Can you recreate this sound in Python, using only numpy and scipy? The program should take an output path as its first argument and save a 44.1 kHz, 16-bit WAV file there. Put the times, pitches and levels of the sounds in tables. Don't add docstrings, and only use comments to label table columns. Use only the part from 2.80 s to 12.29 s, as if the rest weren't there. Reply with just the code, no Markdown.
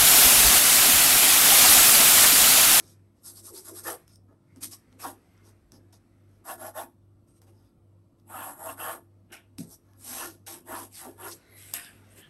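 import sys
import numpy as np
from scipy import signal
from scipy.io import wavfile
from scipy.ndimage import uniform_filter1d

SR = 44100
rng = np.random.default_rng(int(sys.argv[2]) if len(sys.argv) > 2 else 0)


def materialize(psi):
    bounded = np.clip(np.atleast_2d(psi).T, -1, 1)
    quanta = np.round(bounded * 32767).astype(np.int16)
    wavfile.write(sys.argv[1], SR, quanta)


def how_loud(loudness_db):
    steps = np.asarray(loudness_db, float) / 20
    return 10 ** steps


N = 418509


def evened(x):
    return x / np.sqrt(np.mean(x ** 2) + 1e-20)


def coloured(x, points, size=2048):
    point_hz, point_db = np.transpose(points)
    hz = abs(np.fft.fftfreq(size, 1 / SR))
    log_gain = np.interp(np.log(hz + 1), np.log(point_hz + 1), point_db) * np.log(10) / 20
    taps = np.fft.ifft(np.exp(np.conj(signal.hilbert(log_gain)))).real
    first_half, second_half = abs(taps[1:size // 2]).sum(), abs(taps[size // 2:]).sum()
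    if first_half <= second_half:
        taps = np.roll(taps[::-1], 1)
    return signal.oaconvolve(x, taps[:size // 2])[:len(x)]


def blend(low, high, lean_db):
    share = 1 / (1 + how_loud(-2 * lean_db))
    return np.sqrt(1 - share) * evened(low) + np.sqrt(share) * evened(high)


def patchy(x, patchy_db, size=512):
    overlap = size * 3 // 4
    z = signal.stft(x, nperseg=size, noverlap=overlap)[2]
    patches = rng.standard_normal(z.shape[::-1]).T
    patches = uniform_filter1d(uniform_filter1d(patches, 3, 0), 14, 1)
    return signal.istft(z * how_loud(patchy_db * evened(patches)), nperseg=size, noverlap=overlap)[1][:N]


def modes_ring(modes):
    t = np.arange(SR // 4) / SR
    ring = 0
    for k, (hz, width, db) in enumerate(modes):
        fading = np.sqrt(width) * np.exp(-np.pi * width * t)
        ring = ring + (-1) ** k * how_loud(db) * fading * np.sin(2 * np.pi * hz * t)
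    return ring


def add(mix, s, sound):
    part = mix[round(s * SR):][:len(sound)]
    part += sound[:len(part)]


def played(table, s):
    at, *columns = np.transpose(table)
    return [np.interp(s, at, c) for c in columns]


def hump(rows, s):
    peak_s, build_s, lift_s = np.transpose(rows)[:3, :, None]
    return (s - peak_s) / np.where(s < peak_s, abs(build_s), abs(lift_s))


EDGE_DB = 21
LEAN_SHARP = 1.3


def swells(rows, s):
    peak_db = np.transpose(rows)[3, :, None]
    return how_loud(2 * (peak_db - EDGE_DB * abs(hump(rows, s)) ** LEAN_SHARP)).sum(0)


# (frequency [Hz], level [dB])
HISS = [(5500, -47.5), (7000, 10), (10000, 3.5), (10600, -35.5)]
EDGE = [(9900, -39.5), (10400, 5.5), (13000, -4.5), (14200, -12)]
# (frequency [Hz], level [dB])
TIP = [(13500, -35), (14200, 1), (15600, -5), (16200, -21)]
TIP_DB = -7.5
# (frequency [Hz], level [dB])
DULL_SCRAPE = [(1450, -12), (2000, -2.5), (2760, -2), (3300, -2), (6000, -20.5)]
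BRIGHT_SCRAPE = [(2500, -27.5), (3700, 2.5), (4400, 0.5), (4950, 6), (5600, 6.5), (6800, 6.5), (8000, -23)]
# (frequency [Hz], level [dB])
SKIN = [(900, -35), (1500, 2.5), (2000, -4.5), (2700, -1), (3600, -9.5), (6000, -39.5)]
# (frequency [Hz], level [dB])
SHAFT = [(2200, -36), (2650, 6.5), (2900, 3), (3300, -3.5), (4000, -35.5)]
# (frequency [Hz], width [Hz], level [dB])
LOW_SHEET = [(482.6, 18, -5.5), (623, 45, -1.5), (700, 32, -2.5), (766, 35, 0.5), (940, 60, 0)]
HIGH_SHEET = [(1079, 70, 0), (1197, 67, -1.5), (1400, 65, -0.5), (1580, 110, -7.5), (1725, 50, -4),
              (2026, 270, -13.5)]
LOW_BOARD = [(236, 44, -5.5), (270, 47, -1.5)]
HIGH_BOARD = [(341.9, 15.7, 1), (455, 164, -3)]


def pencil(catches_per_s=9000, uneven_db=1.0, flicker_db=0.2, mic_lift_db=-12, press=0.27):
    hiss_db, scrape_db, sheet_db, boom_db, skin_db, bite_db, grip_db, place_db, reach_db = contact()
    catches = rng.standard_normal(N) * how_loud(uneven_db * np.minimum(rng.exponential(1, N), 4))
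    catches *= rng.random(N) < catches_per_s / SR
    catches *= how_loud(flicker_db * evened(uniform_filter1d(rng.standard_normal(N), 300)))
    shifting = patchy(catches, patchy_db=3.0, size=2048)
    flank = catches * rng.choice([-1., 1.], N)
    catches, flank = (patchy(x, patchy_db=2.5) for x in (catches, flank))

    pressed_db = press * np.clip(sheet_db - hiss_db, -20, 10)
    hiss = blend(coloured(flank, HISS), coloured(catches, EDGE), -0.5 + pressed_db)
    scrape = blend(coloured(flank, DULL_SCRAPE), coloured(catches, BRIGHT_SCRAPE), grip_db)
    skin = evened(coloured(flank, SKIN))
    bite = evened(coloured(catches, SHAFT))
    tip = evened(coloured(flank, TIP))

    bodies = (LOW_SHEET, HIGH_SHEET, LOW_BOARD, HIGH_BOARD)
    low_sheet, high_sheet, low_board, high_board = [
        signal.oaconvolve(shifting, modes_ring(modes))[:N] for modes in bodies]
    sheet = blend(low_sheet, high_sheet, place_db)
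    board = blend(low_board, high_board, reach_db)

    out = how_loud(hiss_db + mic_lift_db) * hiss + how_loud(scrape_db) * scrape
    out += how_loud(skin_db) * skin + how_loud(bite_db) * bite
    out += how_loud(1.35 * sheet_db + TIP_DB) * tip
    return out + how_loud(sheet_db) * sheet + how_loud(boom_db) * board


# (peak time [s], build-up [s], lift-off [s], speed as hiss level [dB],
# pressure as ring of the sheet over hiss [dB])
LINES_DRAWN = [(1.086, 0.05, 0.08, -34, 1), (2.255, 0.029, 0.081, -44.5, 10.5),
               (2.225, 0.037, 0.12, -43, -6), (3.66, 0.02, 0.028, -51.5, 3), (3.7, 0.042, 0.067, -39, 5),
               (3.858, 0.09, 0.065, -44, 6), (3.993, 0.054, 0.07, -41.5, 9.5), (5.49, 0.022, .04, -63, 1),
               (5.508, 0.024, 0.1, -54, 8.5), (5.601, 0.12, 0.18, -43, 4.5),
               (5.897, 0.15, 0.056, -40.5, 3.5), (5.998, 0.03, .05, -48, 6), (6.09, 0.13, 0.094, -39, 6.5),
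               (7.25, 0.085, .06, -52, -12), (7.335, 0.12, 0.2, -35, -12), (7.433, 0.1, 0.074, -42.5, 4),
               (7.68, 0.017, 0.13, -40, -6.5), (7.93, 0.075, 0.12, -43, 6.5), (8.0, 0.1, 0.091, -41.5, -22),
               (8.255, 0.088, 0.088, -52, 8.5), (8.469, 0.1, 0.049, -44.5, 5.5)]
HATCHING = [(.477, 0.048, 0.1, -41, -18.5), (.587, 0.051, 0.043, -43, -19),
            (0.676, 0.06, 0.066, -41, -21.5), (.78, 0.068, 0.066, -40, -18), (.886, 0.064, 0.059, -41, -13),
            (.988, 0.064, 0.063, -40, -13.5), (1.044, 0.017, 0.05, -41, -21.5),
            (1.812, .008, .04, -47.5, -12), (1.839, 0.024, 0.05, -31, -21.5),
            (1.938, 0.045, 0.039, -41.5, -20), (5.71, 0.19, 0.063, -43.5, -1),
            (5.82, 0.034, 0.034, -55, 11), (6.941, 0.088, 0.035, -48.5, -16.5),
            (8.19, 0.081, 0.13, -40, -22), (8.4, 0.031, 0.068, -64, 13), (8.521, 0.087, 0.052, -40, -28.5)]
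GRAZES = [(.003, 0.007, 0.013, -53, -4.5), (0.099, 0.12, 0.064, -58, -18), (.4, 0.055, 0.064, -75, -13),
          (1.3, 0.032, 0.086, -66.5, -6), (1.507, 0.036, 0.086, -86, 17.5),
          (1.763, 0.0044, 0.043, -66.5, 2.5), (2.13, .021, .04, -77, 4), (2.682, 0.052, 0.052, -64, -1),
          (2.944, 0.032, 0.054, -64.5, 2.5), (3.133, 0.01, 0.054, -60.5, -3.5),
          (3.504, 0.027, 0.15, -79, -1), (4.49, 0.021, 0.059, -75, -4.5), (4.575, 0.052, 0.031, -73.5, -11),
          (4.625, 0.013, 0.042, -68, 1), (4.685, 0.025, 0.033, -69.5, 3.5), (4.82, 0.21, 0.13, -78, 4),
          (5.4, 0.024, 0.032, -79.5, -7), (7.09, 0.072, 0.73, -78.5, 6.5)]
DRAGS = [(2.203, 0.014, 0.09, -54.5, -1.5), (6.506, .006, .05, -81, 15), (6.526, 0.0077, 0.066, -46.5, -3),
         (6.58, 0.096, 0.088, -74.5, 13), (6.79, 0.011, 0.077, -44.5, -19), (7.667, .0025, 0.025, -49, -10),
         (8.803, .006, .08, -58, -36), (8.82, 0.066, 0.38, -49, -24), (9.15, .1, 0.14, -73, 0),
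         (8.91, 0.087, 0.041, -52.5, -18), (8.938, 0.0032, 0.06, -29.5, -24),
         (8.944, 0.0078, 0.17, -40.5, -8.5), (9.33, 0.036, 0.068, -59.5, -23),
         (9.39, 0.037, 0.045, -49, -18), (9.03, .04, 0.071, -68, -13), (9.45, .04, 0.034, -81, 3)]
# (suddenness of landing [power], of lifting [power], sharpness of pressure [power],
# scrape over hiss [dB], grip [dB])
TOUCH = [
    (3.2, 2.75, 0.68, -8, 2),
    (2.5, 1.36, 1.5, -8, 7),
    (5.1, 3, 0.8, 0, 6.5),
    (3.9, 1.9, 0.5, -3, 10),
]
# (time [s], sheet as high over low tones [dB], board likewise [dB],
# grip shortened [dB], shaft freed [dB])
REACH = [(.6, 5, 7, 2, -3), (.75, 1, 20, 0, -3.5), (1., 4.5, 17, 3, -1), (1.8, 3, -8.5, -4.5, 1),
         (2.3, -3, 1, 3, 1.5), (3.7, 0, 2.5, 4.5, -2), (4., -5.5, -3, -1, -0.7),
         (5.6, 0.5, -2.5, -10.5, -3), (5.8, -6, 11, -3, -10.5), (5.9, -4, -10, -2.5, -4.5),
         (6.1, 4, 1.5, -7, 0), (6.8, -4, 6, 8, -3.5), (7.35, 3, -7, -2.5, 0), (7.5, -1, 14, 2, 5.5),
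         (7.9, 0, 4, -6, -1.5), (8.25, -5, 5, -8.5, -1), (8.5, 3.5, 13.5, -7, 0.3), (8.9, 17, -1, -21, -6)]
# (time [s], towards high tones [dB])
TRAVEL = [(1.1, -6), (2.25, -13), (3.7, -5), (4.0, -4.5), (5.55, 17), (5.75, 2), (6.1, -7.5), (6.6, -1),
          (7.4, 4), (7.7, 2), (7.95, 14), (8.26, -20), (8.47, 10), (9.0, 3)]
# (time [s], swell [s], fade [s], level [dB])
LEANS = [(.05, 0.28, 0.13, -57), (.49, 0.13, 0.56, -60), (.74, 0.1, 0.15, -48.5), (.925, 0.055, 0.08, -42),
         (1.094, .06, 0.088, -36.5), (1.507, 0.049, 0.1, -54.5), (1.77, 0.026, 0.15, -51),
         (1.842, 0.099, 0.16, -50), (2.29, 0.19, 0.13, -47), (2.68, 0.23, 0.2, -64),
         (2.931, 0.029, 0.16, -54.5), (3.84, 0.38, 0.16, -51), (4.005, 0.032, 0.13, -47),
         (4.69, 0.22, 0.26, -59.5), (5.6, 0.18, 0.25, -49), (5.893, 0.22, 0.17, -49),
         (6.15, 0.078, 0.11, -49.5), (6.52, 0.036, 0.11, -52), (6.79, 0.0032, 0.17, -45.5),
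         (7.34, 0.19, 0.09, -47.5), (7.45, 0.069, 0.11, -42), (7.74, 0.099, 0.15, -52.5),
         (7.93, 0.092, 0.14, -43.5), (8.025, 0.13, 0.096, -44.5), (8.29, 0.078, 0.053, -41.5),
         (8.48, 0.13, 0.089, -39.5), (8.95, 0.017, 0.39, -59.5), (9.39, 0.052, 0.044, -53)]
# (time [s], swell [s], fade [s], level [dB])
BITES = [(3.706, 0.026, .04, -49), (3.863, .04, 0.034, -70), (3.997, 0.036, 0.025, -53.5),
         (5.6, 0.082, 0.11, -49.5), (5.899, 0.031, 0.023, -47.5), (6.006, 0.016, 0.098, -44),
         (6.096, 0.057, 0.031, -59), (6.57, 0.041, 0.05, -67.5), (7.4, 0.064, 0.088, -46),
         (7.96, 0.096, 0.073, -52.5), (8.435, 0.025, 0.068, -53), (9.07, 0.066, 0.09, -56.5),
         (9.46, 0.33, 0.092, -68)]
SCRAPE_FOLLOWS, GRIP_PER_DB = 0.33, -0.3
LINGER = 1.23
EASE_DB = 9.5
BOOM_DB, SKIN_DB = -18.5, 5


def contact(step=64):
    s = np.arange(0, N + step, step) / SR
    power = np.full((6, len(s)), 1e-13)
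    grip_sum, drift_sum = np.zeros(len(s)), np.zeros(len(s))
    place_db, reach_db, short_db, free_db = played(REACH, s)
    for rows, touch in zip((LINES_DRAWN, HATCHING, GRAZES, DRAGS), TOUCH):
        landing, lifting, peaked, scrape_db, grip_db = touch
        speed_db, press_db = np.transpose(rows)[3:, :, None]
        phase = hump(rows, s)
        early, late = np.maximum(-phase, 0), np.maximum(phase, 0)
        hiss = speed_db - EDGE_DB * (early ** landing + late ** lifting)
        eased = EASE_DB * abs(phase) ** peaked
        scrape = scrape_db + free_db + hiss - SCRAPE_FOLLOWS * eased
        sheet = speed_db + press_db - eased - EDGE_DB * (early ** landing + (late / LINGER) ** lifting)
        skin = sheet + (SKIN_DB if rows is DRAGS else -200)
        parts = how_loud(2 * np.array([hiss, scrape, sheet, sheet + BOOM_DB, skin]))
        power[:5] += parts.sum(1)
        pressed_grip_db = grip_db + GRIP_PER_DB * np.clip(sheet - hiss, -25, 25)
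        grip_sum += (parts[1] * pressed_grip_db).sum(0)
        drift_sum += (parts[2] * np.clip(phase, -1, 1)).sum(0)
    grip_db = short_db + grip_sum / power[1]
    place_db = place_db + played(TRAVEL, s)[0] * drift_sum / power[2]
    power[3] += swells(LEANS, s)
    power[5] += swells(BITES, s)
    controls = [*10 * np.log10(power), grip_db, place_db, reach_db]
    return [np.interp(np.arange(N) / SR, s, c) for c in controls]


# (time [s], half length
# [s], level [dB], from [Hz], to [Hz])
SINGS = [(.07, .06, -85, 5360, 5100), (.48, 0.038, -52.5, 5430, 4660), (.585, 0.029, -53.5, 4170, 5800),
         (0.67, .04, -63, 5800, 4630), (0.778, 0.03, -48, 4000, 5900), (0.862, 0.028, -62, 5600, 4860),
         (0.98, 0.028, -55, 4200, 5370), (1.081, 0.029, -40.5, 1720, 1810), (1.106, 0.065, -43, 520, 466),
         (1.334, 0.058, -66.5, 5200, 5200), (1.344, 0.033, -74, 8700, 8700),
         (1.932, 0.015, -47.5, 5000, 5500), (2.232, 0.021, -49, 5400, 5250), (2.69, 0.023, -78, 8360, 8800),
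         (2.957, .03, -65, 5240, 5130), (3.137, 0.013, -64, 5500, 5500), (3.994, 0.017, -51, 3300, 3800),
         (4.503, 0.03, -81, 8240, 8800), (4.566, 0.033, -80, 8450, 8700), (4.787, 0.04, -77, 5300, 4900),
         (4.873, .045, -80, 5240, 4600), (4.85, 0.062, -83, 3420, 3830), (8.78, 0.083, -71.5, 11100, 11200),
         (5.51, 0.024, -68, 787, 1100), (6.542, 0.027, -54.5, 1500, 1440), (6.56, 0.031, -53, 2570, 2340),
         (6.937, 0.023, -55.5, 5330, 5900), (7.897, 0.027, -52, 1800, 1790), (7.966, 0.076, -43, 870, 1070),
         (7.975, .03, -55, 3480, 5970), (8.163, .03, -51.5, 6000, 3520), (8.18, 0.066, -61, 3130, 1520),
         (8.412, 0.025, -76, 2820, 3330), (8.528, 0.012, -43, 3730, 6800),
         (8.981, 0.044, -46.5, 1900, 1700), (9.005, 0.096, -56, 5230, 4770),
         (9.056, 0.027, -54, 3700, 3480), (9.086, 0.037, -53, 1700, 1700), (9.34, 0.035, -80, 9000, 8900),
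         (9.39, 0.012, -66, 5900, 8800), (9.44, 0.037, -56.5, 1730, 1710),
         (1.72, .045, -75.5, 2250, 2040), (.688, 0.017, -55, 1280, 1100), (.895, 0.023, -55, 1200, 960),
         (.9, .025, -54, 640, 636), (1.946, 0.041, -64, 1140, 1150), (2.117, .1, -76, 1870, 2340),
         (2.255, .02, -37.5, 1420, 920), (2.29, 0.048, -47.5, 290, 261), (2.56, 0.098, -75, 2120, 2080),
         (3.656, 0.016, -59, 1150, 1110), (3.694, 0.027, -59, 660, 625), (3.856, 0.056, -41.5, 640, 622),
         (3.968, 0.01, -51, 1730, 1750), (3.978, 0.033, -41.5, 623, 627), (5.563, 0.049, -41.5, 1400, 1120),
         (5.615, 0.067, -44, 1010, 1100), (5.678, 0.034, -43.5, 715, 793), (5.82, 0.034, -46.5, 770, 860),
         (5.878, 0.025, -51, 750, 666), (6.0, 0.02, -45, 1420, 1350), (6.057, 0.031, -42.5, 1750, 1560),
         (6.042, 0.06, -44, 680, 780), (7.374, 0.085, -51, 700, 630), (7.424, 0.03, -42.5, 800, 1230),
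         (7.497, 0.057, -48, 332, 338), (8.785, 0.13, -60, 2020, 2200), (8.803, 0.21, -67, 4000, 4030),
         (9.438, 0.043, -57, 3050, 3300)]
SING_WIDTH = 0.1
GLIDE_BLUR = 0.39


def singing():
    out, grain = np.zeros(N), rng.standard_normal(N + SR)
    for s, half_s, db, from_hz, to_hz in SINGS:
        place = np.linspace(-1, 1, round(3 * half_s * SR))
        glide_hz = np.geomspace(from_hz, to_hz, len(place))
        turn = np.exp(2j * np.pi * np.cumsum(glide_hz) / SR)
        width_hz = SING_WIDTH * (from_hz + to_hz) / 2 + GLIDE_BLUR * abs(to_hz - from_hz)
        r = np.exp(-np.pi * width_hz / SR)
        start = max(s - 1.5 * half_s, 0)
        noise = grain[round(start * SR):][:len(place)]
        slow = signal.lfilter([1], np.convolve([1, -r], [1, -r]), noise / turn)
        add(out, start, how_loud(db) * np.cos(np.pi * place / 2) ** 2 * evened((turn * slow).real))
    return out


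def struck(modes, rise_s):
    t = np.arange(SR // 2) / SR
    tones = sum(how_loud(db - 60 * t / t60) * np.sin(2 * np.pi * hz * t) for hz, db, t60 in modes)
    return (1 - np.exp(-t / rise_s)) * tones


# (time [s], peak level [dB], dull over sharp [dB])
TICKS = [(1.279, -35, -2), (1.358, -35, -10), (1.761, -38, -3), (2.127, -41, 7), (2.92, -31, -1),
         (2.578, -50, -3), (2.965, -54, -8), (3.1286, -41, 4), (4.618, -37, 2.5), (5.399, -56, -14),
         (5.466, -60, -3), (6.522, -37, 0), (6.784, -20.5, 0), (6.884, -57, -4), (7.1344, -43.5, -3),
         (7.557, -58, -5), (7.665, -29, -9), (8.39, -50, 1), (8.9377, -8.5, -4), (8.9435, -26, -3),
         (9.047, -30, 0), (9.2905, -50, -12), (9.376, -45, -5), (9.385, -40, -4)]
# (frequency [Hz], level [dB])
SHARP_CRACK = [(300, -32), (1000, -18.5), (2500, -14.5), (5200, 7), (8500, -10.5), (12000, -19.5),
               (15000, -12)]
DULL_CRACK = [(300, -9.5), (800, -4), (2500, -1.5), (4200, 3.5), (8500, -19), (12000, -33)]
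# (frequency [Hz], level [dB], time to fall 60 dB [s])
THUD = [(137, -9, 0.17), (169, -0.5, 0.18), (265.4, 6.5, 0.092), (229, -1.5, 0.17), (466, -21, 0.07)]
THUD_S, THUD_DB = 6.786, -23
# (frequency [Hz], level [dB], time to fall 60 dB [s])
CUP = [(700, -48.5, 0.55), (5200, -18, 0.0076), (11900, -24.5, 0.006)]
CUP_S = 8.938


def knocks(crack_s=0.00031, lift_db=4):
    sharp, dull = np.zeros(N), np.zeros(N)
    u = np.arange(800) / SR / crack_s
    noises = rng.choice([-1., 1.], (len(TICKS), len(u)))
    for (s, db, dull_db), noise in zip(TICKS, noises):
        crack = how_loud(db + lift_db) * noise * u * np.exp(-u)
        dull_share = 1 / (1 + how_loud(-2 * dull_db))
        add(sharp, s, np.sqrt(1 - dull_share) * crack)
        add(dull, s, np.sqrt(dull_share) * crack)
    out = coloured(sharp, SHARP_CRACK, size=1024) + coloured(dull, DULL_CRACK, size=1024)
    add(out, THUD_S, how_loud(THUD_DB) * struck(THUD, rise_s=0.019))
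    add(out, CUP_S, struck(CUP, rise_s=0.00048))
    return out


# (time [s], level [dB])
SLEEVE = [(0, -66), (.32, -82), (1.2, -64), (1.45, -97), (1.75, -70.5), (2.1, -70), (2.6, -67.5),
          (2.85, -74.5), (3.3, -74.5), (3.62, -75), (4.3, -96), (5.37, -99), (6.4, -86), (7.1, -79),
          (7.62, -99), (8.6, -62.5), (9.2, -62), (9.49, -62)]
# (frequency [Hz], level [dB])
CLOTH = [(150, -26), (350, 8), (900, -0.5), (1500, 1), (2100, -0.5), (3200, -9), (6000, -11.5),
         (12000, -28)]


def sleeve():
    rub = patchy(rng.standard_normal(N), patchy_db=3.0, size=1024)
    level_db = played(SLEEVE, np.arange(N) / SR)[0]
    return how_loud(level_db) * evened(coloured(rub, CLOTH))


def room(x, t60=0.24, wet_db=-15):
    at = np.arange(200, SR // 2, 20)
    at = at + rng.integers(0, 20, len(at))
    taps = np.zeros(SR // 2 + 20)
    taps[at] = rng.choice([-1., 1.], len(at)) * how_loud(-60 * at / SR / t60)
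    return x + how_loud(wet_db) * signal.oaconvolve(x, taps / np.linalg.norm(taps))[:N]


MOTOR = {1: -79.5, 2: -62.5, 6: -73.5, 7: -71}
MOTOR_HZ, MAINS_HZ, MAINS_DB = 48.788, 100.0, -61
BEAT_NULL_S = .385


def hum():
    t = np.arange(N) / SR - BEAT_NULL_S
    motor = sum(how_loud(db) * np.sin(2 * np.pi * k * MOTOR_HZ * t) for k, db in MOTOR.items())
    mains = how_loud(MAINS_DB) * np.sin(2 * np.pi * MAINS_HZ * t)
    return np.sqrt(2) * (motor - mains)


# (frequency [Hz], level [dB per Hz])
AIR = [(22, -118), (45, -85.5), (80, -86), (250, -86.5), (345, -100), (390, -99), (630, -99), (800, -107),
       (1350, -108), (1500, -118), (3000, -122), (6300, -125), (9000, -132), (12500, -139), (13500, -130)]


def air():
    noise = patchy(rng.standard_normal(N), patchy_db=2.5, size=2048)
    return np.sqrt(SR / 2) * coloured(evened(noise), AIR, size=8192)


def scene():
    near = pencil() + sleeve() + singing() + knocks()
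    return (room(near) + hum() + air())[None]


def top_cut(x):
    return signal.sosfilt(signal.butter(12, 16740, fs=SR, output="sos"), x)


# (frequency [Hz], level [dB])
MIC = [(6000, -2), (7200, -4), (7700, 4.5), (8600, 9), (10000, 5), (10270, -13), (10500, 2.5), (11300, 18),
       (12000, 12.5), (12700, -1.5), (13600, -20.5), (14000, -8), (14600, -6), (15600, -4.5)]
# (frequency [Hz], level [dB])
WEAKEST_HEARD = [(12000, -135), (12900, -126), (13500, -124), (14200, -128), (15600, -128), (15800, -70)]
# (from [s], to [s])
STARVED = [(6.56, 6.62), (7.68, 7.765), (8.995, 9.14)]
STARVED_HZ = 13300
MASKER_HZ, MASKED_DB = 11300, 29


def record(dry, group=8):
    hz, t, z = signal.stft(coloured(dry[0], MIC), SR, nperseg=1024, noverlap=512)
    starts = np.arange(0, len(hz), group)
    band_hz = hz[starts]
    smooth_power = uniform_filter1d(abs(z) ** 2, size=2, axis=1)
    band_db = 10 * np.log10(np.add.reduceat(smooth_power, starts) / group + 1e-20)

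    wavering_db = band_db + 3.0 * rng.standard_normal(band_db.shape[::-1]).T
    kept = wavering_db > np.interp(band_hz, *np.transpose(WEAKEST_HEARD))[:, None]
    masker_db = band_db[abs(band_hz - MASKER_HZ).argmin()]
    masking_db = uniform_filter1d(masker_db, size=3) - MASKED_DB
    kept &= (band_db > masking_db) | (band_hz < MASKER_HZ)[:, None]
    starved = np.any([(t > a) & (t < b) for a, b in STARVED], axis=0)
    kept &= ~np.outer(band_hz > STARVED_HZ, starved)

    z = z * kept[np.arange(len(hz)) // group]
    mix = signal.istft(z, SR, nperseg=1024, noverlap=512)[1][None, :N]
    return top_cut(mix)


dry = scene()
out = record(dry)
materialize(out)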